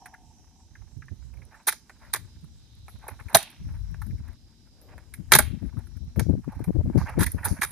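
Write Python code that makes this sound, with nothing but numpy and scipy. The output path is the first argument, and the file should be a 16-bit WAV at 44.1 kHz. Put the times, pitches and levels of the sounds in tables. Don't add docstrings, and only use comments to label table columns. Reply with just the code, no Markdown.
import sys
import numpy as np
from scipy import signal
from scipy.fft import rfft, irfft
from scipy.io import wavfile
from scipy.ndimage import uniform_filter1d

SR = 44100
rng = np.random.default_rng(int(sys.argv[2]) if len(sys.argv) > 2 else 0)


def store_wav(level_fs):
    pcm = np.round(np.clip(np.atleast_2d(level_fs), -1, 1) * 32767)
    wavfile.write(sys.argv[1], SR, pcm.T.astype(np.int16))


def how_loud(loudness_db):
    steps = np.asarray(loudness_db, float) / 20
    return 10 ** steps


N = 340042
TIME = np.arange(N) / SR

# freq_hz, density_db
AIR_COLOUR = [(88, -20), (150, 0), (238, -1), (525, -19), (803, -22), (1300, -38.5), (3160, -22),
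              (3480, -30.5), (3900, -31.5), (5850, -33.5), (6700, -21.5), (8300, -26.5), (11500, -31),
              (13600, -31.5), (15100, -61.5)]
# centre_hz, width_hz, first_db, later_db
INSECT_CHOIR = [(3960, 480, -78, -72), (4973, 150, -76, -74.5), (5630, 230, -74.5, -74.5),
                (6130, 150, -76.5, -82)]
# time_s, level_db
ENGINE_DRONE = [(3.2, -78), (3.5, -70), (4.1, -68.5), (5.2, -74.5), (5.5, -58.5), (6.1, -64), (6.4, -94.5)]
# time_s, level_db
THROB_LEVEL = [(0, -73), (2.6, -73), (3.3, -83), (7.71, -86)]
# time_s, left_db, right_db
WIND_LEVEL = [(0, -60.5, -59.5), (.6, -57.5, -56), (.9, -62, -44.5), (1.4, -56, -41.5), (1.6, -72, -63.5),
              (2.0, -54, -59.5), (2.39, -50.5, -50.5), (3.29, -52, -59), (3.56, -58.5, -62),
              (3.7, -36, -44), (4.19, -36, -50.5), (4.49, -56.5, -59), (5.09, -47, -59.5),
              (5.39, -34.5, -49.5), (5.99, -40, -59), (6.29, -43.5, -49), (6.88, -38.5, -35),
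              (7.71, -45, -48.5)]
# freq_hz, density_db
GUST_COLOUR = [(20, -22.5), (45, 13), (75, 11), (120, 5), (170, -6), (300, -54)]
# freq_hz, density_db
GUST_EDGE_COLOUR = [(120, -19), (200, 3), (350, -4.5), (600, -12.5), (1000, -30.5), (2000, -61),
                    (5000, -110)]
# peak_s, level_db, pitch_hz, length_s
EDDIES_LEFT = [(2.225, -45.5, 80.1, 0.25), (3.214, -36, 79.4, 0.012), (3.267, -32, 72, 0.029),
               (3.358, -28.5, 120.5, 0.028), (3.665, -34, 79.3, 0.096), (3.92, -33.5, 86.7, 0.018),
               (4.095, -29, 77.4, 0.057), (4.298, -34, 83.6, 0.023), (4.964, -40.5, 95.2, 0.028),
               (5.205, -32, 171, 0.025), (5.361, -23, 139.4, 0.062), (5.423, -26.5, 66, 0.059),
               (5.482, -28.5, 99.8, .015), (5.508, -31.5, 198, 0.015), (5.538, -27, 210.3, 0.021),
               (5.57, -32, 166, 0.012), (5.626, -28, 201.4, 0.016), (5.649, -28.5, 139, 0.013),
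               (5.667, -26, 66, 0.033), (5.746, -34.5, 128, 0.016), (5.772, -27, 150.1, 0.015),
               (5.788, -26.5, 100.4, 0.017), (5.97, -30, 85, 0.015), (6.028, -29.5, 86.8, 0.036),
               (6.176, -18.5, 180.1, 0.013), (6.205, -19, 110.2, 0.041), (6.386, -29.5, 210.5, 0.029),
               (6.265, -25.5, 108.3, 0.02), (6.302, -14.5, 120.5, 0.031), (6.342, -20.5, 90.1, 0.027),
               (6.482, -26.5, 167.4, 0.018), (6.611, -27, 120.7, 0.023), (6.693, -19.5, 179.4, 0.024),
               (6.76, -20.5, 214.8, .022), (6.793, -15, 71.9, 0.031), (6.879, -22.5, 198.6, 0.049),
               (6.958, -16, 200.3, 0.018), (6.98, -12.5, 110.1, 0.02), (7.185, -18, 148.4, 0.033),
               (7.213, -16, 167.9, 0.02), (7.352, -23, 82.7, 0.029), (7.54, -32, 231.5, 0.029),
               (7.515, -21.5, 102, 0.016)]
EDDIES_RIGHT = [(.716, -51, 71, 0.012), (.926, -53, 75.5, .014), (.98, -33, 73.5, 0.028),
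                (1.125, -30.5, 98.1, 0.026), (1.284, -52, 74, 0.014), (2.374, -42, 91.5, 0.016),
                (2.45, -40.5, 87.8, 0.034), (2.952, -35.5, 94, 0.014), (3.125, -35, 83.2, 0.025),
                (3.354, -25, 143.3, 0.017), (3.671, -38.5, 61.8, 0.13), (4.138, -29, 93.3, 0.027),
                (4.203, -33.5, 101, 0.019), (5.352, -33, 151.1, 0.045), (6.082, -35, 80.9, 0.041),
                (6.365, -34.5, 90, 0.062), (6.572, -29.5, 79.7, 0.024), (6.772, -42.5, 89.7, 0.048),
                (7.026, -22.5, 80.5, 0.033), (7.259, -25, 62, 0.057), (7.345, -35.5, 81.2, 0.022),
                (7.414, -33, 77, 0.0097), (7.475, -29, 88, 0.039), (7.594, -34, 154, 0.011)]
# start_s, level_db, pitch_hz
AIR_SLAPS = [(5.63, -37.5, 490), (6.172, -31, 331.6), (6.209, -23.5, 602), (6.765, -22, 326),
             (6.857, -28.5, 330), (6.899, -29, 606), (6.265, -26, 328), (6.29, -22, 323), (6.296, -16, 330),
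             (6.337, -21.5, 329), (6.351, -25, 332), (6.477, -25.5, 333), (6.603, -26, 335),
             (6.693, -24, 337), (6.704, -17.5, 334), (6.956, -16.5, 327.5), (6.975, -19, 342),
             (7.178, -15, 326), (7.184, -15, 336), (7.345, -30, 332), (7.477, -29, 330),
             (7.508, -13.5, 109)]
# freq_hz, gain_db
ECHO_COLOUR = [(300, -8.0), (1500, -10.0), (2900, -1), (4000, -2.0), (8000, -5.0), (14000, -11.0)]
# freq_hz, difference_db
NEAR_PORT_DB = [(300, 1), (2500, 2), (3500, 0), (5500, 1), (7500, 1), (8500, -5), (9500, -13), (10500, -3),
                (11500, 7), (13600, 13)]
# freq_hz, difference_db
FAR_SIDE_PORT_DB = [(2500, 1), (4500, -3), (7500, -10), (9500, -9), (11500, 1), (13600, 5)]
# freq_hz, likeness (1 = same)
PORT_COHERENCE = [(300, .97), (1000, .95), (2000, .8), (4000, .35), (8000, 0.), (14000, -.3)]
# freq_hz, density_db
HOUSING_COLOUR = [(1710, -53), (2900, -18.5), (3130, -13), (3640, -8.5), (3930, -8), (5000, -12.5),
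                  (5390, -10.5), (6320, -10.5), (8380, -16), (9560, -4.5), (11500, -12), (13650, -5.5),
                  (15100, -36.5)]
# centre_hz, half_width_hz, depth_db
HOUSING_NOTCHES = [(2944, 61, -14), (3500, 33, -8), (5380, 80, -12), (8360, 170, -7.5), (10850, 87, -8)]
# time_s, level_db
ROLL_LEVEL = [(0, -80.5), (.8, -81), (1.4, -75), (2.1, -72.5), (2.7, -80), (3.2, -65.5), (4.1, -74.5),
              (4.5, -81.5), (5.1, -75), (6.4, -73.5), (7.0, -71), (7.71, -53.5)]
# middle_s, rise_db, half_length_s
ROUGH_PATCHES = [(1.564, 16.5, 0.096), (2.045, 13.5, 0.1), (3.067, 16, 0.11), (3.196, 7, 0.018),
                 (3.318, 8.5, 0.072), (3.432, 12, 0.14), (4.284, 13, 0.095), (4.944, 10.5, 0.16),
                 (5.79, 19, 0.033), (6.486, 17, 0.036), (6.54, 21.5, 0.058), (6.608, 15, 0.041),
                 (6.668, 14.5, 0.027), (6.994, 18, 0.15), (7.091, 16, 0.066), (7.194, 24, 0.096),
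                 (7.459, 18.5, 0.1)]
# middle_s, level_db, half_length_s
TRUCK_GROWLS = [(1.43, -65.5, 0.14), (2.963, -73.5, 0.13), (4.913, -62.5, 0.22)]
# centre_hz, width_hz, level_db
WHEEL_MODES = [(555, 190, -7), (1150, 1300, 2), (1500, 240, 0.5), (2200, 970, -6)]
# centre_hz, width_hz, level_db
DECK_MODES = [(381, 69, 0), (645.8, 100, -1), (870, 130, 0.5), (1210, 170, -2.5), (1400, 140, -1),
              (1690, 210, 1.5), (2050, 250, 0.5), (2374, 260, -1)]
# start_s, level_db
SAND_GRAINS = [(0.9795, -57.5), (1.0575, -62.5), (1.1855, -60), (1.452, -49.5), (1.6321, -57),
               (2.4118, -52.5), (2.5641, -59.5), (2.7513, -49.5), (2.7895, -57.5), (2.8661, -53.5),
               (2.9877, -52.5), (3.0812, -25), (3.2001, -47), (3.2391, -54.5), (3.297, -41),
               (3.3316, -33.5), (3.3371, -36.5), (3.3692, -6), (3.5021, -37), (3.5131, -42.5),
               (3.6384, -61), (3.9131, -52.5), (4.3311, -54.5), (4.8148, -46.5), (5.6411, -56.5),
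               (5.7888, -50.5), (6.0473, -56.5), (6.2989, -51.5), (7.1941, -27), (7.3181, -21),
               (7.451, -17), (7.2635, -19)]
# start_s, level_db, t60_s, pitch_hz
AFTER_BUZZES = [(3.3466, -22.5, .021, 3450), (3.378, -43.5, .55, 3100), (2.893, -58, .22, 11100),
                (3.088, -48, .1, 11400), (4.025, -60, .3, 12600), (4.821, -62.5, .24, 12900),
                (5.151, -57, .13, 11400), (6.163, -52, .13, 12900), (6.649, -57.5, .21, 11900),
                (4.886, -62, .38, 1520), (6.973, -54.5, .32, 11100), (6.976, -52, .5, 5300),
                (7.475, -48, .4, 5700), (7.485, -41, .3, 10400), (7.255, -53, .4, 5500),
                (5.412, -45, .42, 2650), (7.653, -46.5, .36, 10400), (7.272, -50, .32, 10900),
                (1.7, -47, .3, 5700), (6.2, -51, .25, 5700)]
# start_s, wood_db, grit_over_wood_db, pitch_hz
CRACK_TICKS = [(.0568, -33, -6, 1740), (.1378, -34.5, -24, 1680), (.7515, -39, -29, 1650),
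               (1.0195, -37, -38, 1540), (1.081, -39, -39, 1690), (1.4172, -44.5, -26, 2200),
               (1.5404, -39.5, -37, 1500), (1.336, -53, -10, 2480), (1.3678, -51.5, -21, 2570),
               (2.0467, -46, -22, 1640), (2.44, -55, -1, 1150), (3.1968, -38, -26.5, 2220),
               (3.2826, -37, -16.5, 2200), (4.0155, -31, -11.5, 1270), (4.0643, -53, 2, 1495),
               (4.2783, -47, -7.5, 1580), (4.106, -48, -21, 2032), (5.137, -34, 1.5, 2012),
               (5.767, -43, -18, 1165), (5.8675, -50, -7, 1482), (5.9663, -52, -2.5, 1528),
               (6.4413, -42, -18, 1063), (6.5915, -37.5, -19, 974), (6.639, -42, 4, 2110),
               (6.641, -39, -32, 870), (6.519, -37, -20, 870), (6.528, -39, -25, 803),
               (6.549, -44, -15, 850), (6.61, -47, -17, 1710), (7.0658, -31.5, -25, 1660),
               (7.263, -20.5, -3.5, 2050), (7.3175, -58, 21, 1500), (7.455, -22.5, -29, 706),
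               (7.705, -45, 11, 1710), (3.0126, -51, -22, 1710), (3.038, -38, -34, 750),
               (3.065, -35, -33, 890), (3.297, -40.5, -9.5, 900), (5.787, -53, 1, 1400),
               (4.18, -53, -12.5, 2005), (3.3685, -15.5, -9, 1710), (.0715, -48, -30, 1690),
               (1.6835, -33.5, 15, 2050), (1.7185, -42, 11, 2050), (5.725, -48.5, -30, 870),
               (6.975, -40.5, -3, 1500), (7.0113, -26, -24.5, 1060), (7.1355, -37, -40, 1276),
               (7.4305, -28.5, -32, 1694), (7.4505, -23.5, 8.5, 1400), (7.5847, -37, -27, 1720)]
# start_s, wood_db, grit_over_wood_db, pitch_hz, drag_s
SOLE_SCUFFS = [(1.668, -18, 5.5, 1260, 0.015), (1.68, -20, 6, 2200, 0.011),
               (1.694, -28.5, -6.5, 1720, 0.0036), (2.131, -18, 5.5, 1600, 0.003),
               (2.14, -20.5, -2.5, 1000, 0.0034), (2.152, -22, -15, 1810, 0.0021),
               (3.079, -26.5, -14, 935, 0.0065), (3.186, -41, -30, 993, .018),
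               (6.98, -34.5, -18, 795, 0.021), (7.055, -37, -25, 870, 0.02), (7.112, -43, -44, 870, 0.012),
               (7.087, -33, -14, 870, 0.0096), (7.186, -25.5, -3.5, 1400, 0.0085),
               (7.2, -21.5, 0, 1500, 0.0188), (7.223, -20.5, -1, 1580, 0.014),
               (7.441, -32.5, 7, 1500, 0.0056), (7.458, -29, -2, 1250, 0.012),
               (7.474, -33.5, -8, 1114, 0.008), (7.612, -12.5, -6.5, 1500, 0.0055),
               (7.624, -17, -2.5, 1620, 0.012), (7.643, -20, -1, 1500, 0.0011),
               (7.615, -39, -15, 700, 0.0092)]
# start_s, wood_db, crack_over_wood_db, grit_over_wood_db, pitch_hz
DECK_SLAMS = [(1.724, -25, -5, -6, 1500), (1.8946, -34.5, -15, -26, 1500), (2.1605, -25, -6.5, -3, 1590),
              (2.8805, -34.5, -26, -14, 1280), (3.9419, -37, -20, -38.5, 1500),
              (4.9787, -38, -20, -16.5, 1500), (3.327, -32.5, -18.5, -25, 1003),
              (3.342, -22.5, -15, -18, 638), (3.346, 1.5, -4, -5, 702), (3.351, -5, -12, 3.5, 636.7),
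              (3.373, -27, -5.5, -4, 2000), (3.426, -39.5, 5, 7, 627), (3.502, -75, 0, 18, 2000),
              (5.313, -27.5, -12, -19.5, 900), (5.319, 3, -7, -2.5, 1654), (5.335, -3.5, 1, -5.5, 1673),
              (5.3497, -3, -3.5, 3.5, 1889), (5.3865, -4.5, -7, 2, 1498), (5.401, -18, -28, -2, 1150),
              (6.159, -33.5, -24, -22, 470), (6.1938, -20, -8, -2, 1700), (5.328, -10, -7.5, -2.5, 2067),
              (5.343, -17.5, -10.5, 0, 1910), (5.36, -11, -7.5, -1, 1693), (3.357, -14.5, -10, 1, 900)]


def unit(x):
    return x / np.sqrt(np.mean(x ** 2))


def curves(table):
    time_s, *columns = np.transpose(table)
    return [np.interp(TIME, time_s, column) for column in columns]


def read(table, hz):
    freq_hz, value = np.array(table)[:, 0], np.array(table)[:, 1]
    return np.interp(np.log(hz + 1), np.log(freq_hz + 1), value)


def colour(x, db_of_hz):
    size = 4096
    cepstrum = irfft(np.log(how_loud(db_of_hz(np.arange(size // 2 + 1) * SR / size))))
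    cepstrum[1:size // 2] *= 2
    cepstrum[size // 2 + 1:] = 0
    taps = irfft(np.exp(rfft(cepstrum)))
    taps = taps / np.sqrt(np.sum(taps ** 2))
    return signal.fftconvolve(np.atleast_2d(x), taps[None], axes=1)[:, :N]


def ring(x, modes):
    t = np.arange(2048) / SR
    taps = np.zeros(len(t))
    for k, (hz, width_hz, db) in enumerate(modes):
        decay = np.exp(-np.pi * width_hz * t)
        taps += (-1) ** k * how_loud(db) * np.sqrt(width_hz) * decay * np.sin(2 * np.pi * hz * t)
    taps = taps / np.sqrt(np.sum(taps ** 2))
    return signal.fftconvolve(x, taps[None], axes=1)[:, :x.shape[1]]


def walk(rate, channels=1):
    k = int(SR / rate)
    held = np.repeat(rng.standard_normal((channels, N // k + 1)), k, axis=1)
    return unit(uniform_filter1d(uniform_filter1d(held, k), k)[:, :N])


def port_noise():
    mid, side = rfft(rng.standard_normal((2, N)))
    like = np.clip(read(PORT_COHERENCE, np.arange(len(mid)) * SR / N), -1, 1)
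    mid = mid * np.sqrt((1 + like) / 2)
    side = side * np.sqrt((1 - like) / 2)
    return irfft(np.array([mid + side, mid - side]), N)


def grit(rate, scatter_db):
    return unit(port_noise() * how_loud(scatter_db * walk(rate)))


def bump(middle_s, half_s):
    return np.clip(1 - np.abs(TIME - middle_s) / half_s, 0, 1)


def below(hz, edge_hz, octaves):
    return -40 * np.clip(.5 + np.log2((hz + 1) / edge_hz) / octaves, 0, 1) ** 2


def shimmer(hz, width_hz):
    phase = 2 * np.pi * np.cumsum(hz * (1 + .012 * walk(1.5)[0])) / SR
    pole = np.exp(-np.pi * width_hz / SR)
    slow = signal.lfilter([1], [1, -pole], rng.standard_normal((2, 2, N)))
    return unit(slow[0] * np.cos(phase) + slow[1] * np.sin(phase))


def distant_air():
    return how_loud(-66.5 + 1.5 * walk(4)) * colour(port_noise(), lambda hz: read(AIR_COLOUR, hz))


def engine_drone():
    return how_loud(curves(ENGINE_DRONE)[0]) * ring(port_noise(), [(231, 7.6, 2), (349, 1.2, -5.5)])


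def insect_choir():
    choir = np.zeros((2, N))
    for hz, width_hz, first_db, later_db in INSECT_CHOIR:
        level_db = np.interp(TIME, [1, 2.2, 5.8, 7], [first_db, later_db, later_db, later_db - 5])
        choir += how_loud(level_db + 2 * walk(2) + 1.5 * walk(11)) * shimmer(hz, width_hz)
    return choir


def throbbing_insect():
    first_s, period_s, length_s = .29, .325, .04
    from_beat_s = (TIME - first_s + period_s / 2) % period_s - period_s / 2
    pulse = np.exp(-.5 * (from_beat_s / length_s) ** 2) * how_loud(curves(THROB_LEVEL)[0])
    return pulse * ring(rng.standard_normal((2, N)), [(6800, 1500, 0.0046), (8050, 980, 0.015)])


def background():
    return distant_air() + engine_drone() + insect_choir() + throbbing_insect()


def eddies(events):
    swing, edge = np.zeros((2, N))
    wobble, flutter = walk(90)[0], how_loud(3.5 * walk(80)[0])
    churn = colour(rng.standard_normal(N), lambda hz: read(GUST_COLOUR, hz / 2.1))[0]
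    jolts = how_loud(6 * walk(160)[0]) * rng.standard_normal(N)
    for s, db, hz, length_s in events:
        at = slice(max(int((s - .15) * SR), 0), int((s + 0.2) * SR))
        late = (TIME[at] - s) / max(length_s, .01) + .15
        bell = np.exp(-np.where(late < 0, 5, 1.8) * late ** 2)
        cycles = np.sin(2 * np.pi * np.cumsum(hz * np.exp(.3 * wobble[at])) / SR)
        churn_share = np.clip((hz - 70) / 90, .25, 1)
        motion = bell * flutter[at] * (cycles + churn_share * churn[at])
        size = how_loud(db) * np.sqrt(np.mean(bell ** 2))
        swing[at] += size * unit(motion)
        edge_gain = how_loud(-17 + .7 * (db + 20)) * (hz / 100) ** .7
        edge[at] += size * unit(bell * jolts[at]) * edge_gain
    return swing + colour(edge, lambda hz: read(GUST_EDGE_COLOUR, hz))[0]


def air_slaps():
    gain_db, length_cycles, steepness = 6.5, 0.42, 5
    total = np.zeros(N)
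    for s, db, hz in AIR_SLAPS:
        turn = (TIME - s) * hz - .75
        total += how_loud(db + gain_db) * np.exp(-(turn / length_cycles) ** 2) * -np.tanh(steepness * turn)
    return total


def wind():
    rumble = colour(rng.standard_normal((2, N)), lambda hz: read(GUST_COLOUR, hz))
    bed = unit(rumble * how_loud(2.8 * walk(14, channels=2)))
    single = np.array([eddies(EDDIES_LEFT) + air_slaps(), eddies(EDDIES_RIGHT)])
    blown = how_loud(np.array(curves(WIND_LEVEL))) * bed + single
    return signal.sosfilt(signal.butter(2, 38, "high", fs=SR, output="sos"), blown)


def park(x):
    ramps_t60_s, trees_t60_s, delay_s = 0.2, 0.098, 0.0094
    t = np.arange(SR // 2) / SR
    onset = np.clip(t / delay_s, 0, 1) ** 2
    scatter = port_noise()[:, :len(t)] * onset
    ramps = scatter * how_loud(-60 * t / ramps_t60_s)
    trees = ring(scatter[:, ::-1] * onset * how_loud(-19 - 60 * t / trees_t60_s), [(2900, 2400, 0)])
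    echoes = (ramps + trees) / np.sqrt(np.sum(ramps[0] ** 2))
    wet = signal.fftconvolve(x, echoes, axes=1)[:, :N]
    return how_loud(-18.5) * colour(wet, lambda hz: read(ECHO_COLOUR, hz))


def notches(hz):
    return sum(db * np.exp(-((hz - centre_hz) / width_hz) ** 2) for centre_hz, width_hz, db in HOUSING_NOTCHES)


def shade(x, table):
    def share_db(hz, side):
        return 10 * np.log10(2 / (1 + how_loud(-2 * side * read(table, hz))))
    left = colour(x[0], lambda hz: share_db(hz, 1))[0]
    right = colour(x[1], lambda hz: share_db(hz, -1))[0]
    return np.array([left, right])


def wheel_rumble(level_db, rolling):
    rumble = ring(how_loud(level_db) * rolling, WHEEL_MODES)
    return signal.sosfilt(signal.butter(6, 2580, fs=SR, output="sos"), rumble)


def deck_hum(smooth_db, patch_db, rolling):
    patch_gain, first_db, fade_db_per_s = 1.4, -62, 26.5
    gain = how_loud(smooth_db - 9 + patch_gain * patch_db) + how_loud(first_db - fade_db_per_s * TIME)
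    return ring(gain * how_loud(2.8 * walk(14)) * rolling, [(734, 40, 0.005), (900, 58, 0.0045)])


def truck_growl():
    gain = sum(how_loud(db) * bump(s, half_s) for s, db, half_s in TRUCK_GROWLS)
    return ring(gain * grit(57, 2.2), [(523, 370, 0)])


def after_buzz(shake):
    width_hz = 1400
    total = np.zeros((2, N))
    for s, db, t60_s, hz in AFTER_BUZZES:
        force = how_loud(db - 60 * np.clip(TIME - s, 0, 1) / t60_s) * (TIME >= s)
        total += colour(force * shake, lambda f: -np.minimum(6 * ((f - hz) / width_hz) ** 2, 60))
    return total


def sand_grains():
    gain_db, t60_s = -7, 0.0093
    total = np.zeros(N)
    for s, db in SAND_GRAINS:
        total += how_loud(db + gain_db - 60 * np.clip(TIME - s, 0, .1) / t60_s) * (TIME >= s)
    return total


def crack_band(hz):
    return read(HOUSING_COLOUR, hz) + below(hz, 8400 * 1.1, .4)


def grit_band(hz):
    return read(HOUSING_COLOUR, hz) + below(8400, hz * 1.1 + 1, .4)


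def sand_crackle(contact_force, roll_db, patch_db):
    pebbles = unit(how_loud(1.5 * walk(150)))
    rolled = how_loud(roll_db - 7 + 0.15 * patch_db) * pebbles
    return colour((contact_force + sand_grains() + rolled) * grit(2200, 3.5), grit_band)


def contacts(events, deck, rise_s, hold_s, t60_s, focus_db, blow, shake):
    wood, power = np.zeros((2, N)), np.zeros((2, N))
    detune = 1 + .02 * rng.standard_normal((60, len(deck)))
    knocks_db = 4.5 * walk(160)[0]
    tail_db, tail_stretch = -15, 1.9
    for (s, wood_db, crack_db, grit_db, hz), hold, t60, stray in zip(events, hold_s, t60_s, detune):
        at = slice(int(s * SR), int((s + 0.15) * SR))
        t = TIME[at] - s
        fall_db = -60 * np.maximum(t - rise_s - abs(hold), 0) / max(t60, .005)
        shiver = how_loud(tail_db + fall_db / tail_stretch + knocks_db[at])
        force = how_loud(wood_db) * np.clip(t / rise_s, 0, 1) * np.maximum(how_loud(fall_db), shiver)
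        modes = []
        for (mode_hz, width_hz, db), d in zip(deck, stray):
            octaves_off = min(abs(np.log2(mode_hz / hz)), 2.2)
            modes.append((mode_hz * d, width_hz, db - focus_db * octaves_off))
        drive = force * shake[:, at]
        drive[:, int(rise_s * SR)] += blow * np.sqrt(np.sum(force ** 2))
        rung = ring(drive, modes)
        wood[:, at] += rung * np.sqrt(2 * np.sum(force ** 2) / np.sum(rung ** 2))
        power[:, at] += (how_loud(np.array([[crack_db], [grit_db]])) * force) ** 2
    return wood, power


def with_crack(events, crack_db):
    s, wood_db, grit_db, hz = np.transpose(events)[:4]
    return np.transpose([s, wood_db, crack_db + 0.71 * grit_db, grit_db, hz])


def wheel_ticks(deck, shake):
    hold_s, t60_s = np.full(len(CRACK_TICKS), .004), np.full(len(CRACK_TICKS), .034)
    return contacts(with_crack(CRACK_TICKS, -11), deck, 0.0018, hold_s, t60_s, 20, 0.52, shake)


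def sole_scuffs(deck, shake):
    drag_s, t60_s = np.array(SOLE_SCUFFS)[:, -1], np.full(len(SOLE_SCUFFS), 0.011)
    return contacts(with_crack(SOLE_SCUFFS, -8), deck, 0.0062, drag_s, t60_s, 8.5, 0.31, shake)


def deck_slams(shake):
    t60_s = 0.03 * how_loud(-0.05 * np.array(DECK_SLAMS)[:, 1])
    hold_s = np.full(len(DECK_SLAMS), .003)
    return contacts(DECK_SLAMS, DECK_MODES, .0006, hold_s, t60_s, 5.9, 0.59, shake)


def skateboard():
    shake, rolling = grit(600, 2.5), grit(120, 4)
    damped = DECK_MODES[:1] + DECK_MODES[2:]
    tick_wood, tick_power = wheel_ticks(damped, shake)
    scuff_wood, scuff_power = sole_scuffs(damped, shake)
    slam_wood, slam_power = deck_slams(shake)
    crack, sand = np.sqrt(slam_power + scuff_power + tick_power) * how_loud(-9.5)
    high_pass = signal.butter(4, 310, "high", fs=SR, output="sos")
    wood = signal.sosfilt(high_pass, slam_wood + scuff_wood + tick_wood)
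    hits = how_loud(-12.5) * wood + colour(crack * grit(900, 2.2), crack_band)
    patch_db = sum(db * bump(s, half_s) for s, db, half_s in ROUGH_PATCHES)
    smooth_db = curves(ROLL_LEVEL)[0]
    roll_db = smooth_db + 2.5 * walk(30)
    rolled = wheel_rumble(roll_db + patch_db, rolling) + deck_hum(smooth_db, patch_db, rolling)
    return rolled + truck_growl() + after_buzz(shake) + sand_crackle(sand, roll_db, patch_db) + hits


def scene():
    skate = skateboard()
    heard = colour(skate + park(skate), notches)
    return shade(background(), FAR_SIDE_PORT_DB) + wind() + shade(heard, NEAR_PORT_DB)


def roll_off(x):
    return signal.sosfilt(signal.butter(12, 15210, fs=SR, output="sos"), x)


def record(dry):
    cut = signal.sosfilt(signal.ellip(7, .5, 62, 14150, fs=SR, output="sos"), dry)
    rounded = np.clip(np.tanh(1.192 * cut) / 0.91, -1, 1)
    return roll_off(rounded)


dry = scene()
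out = record(dry)
store_wav(out)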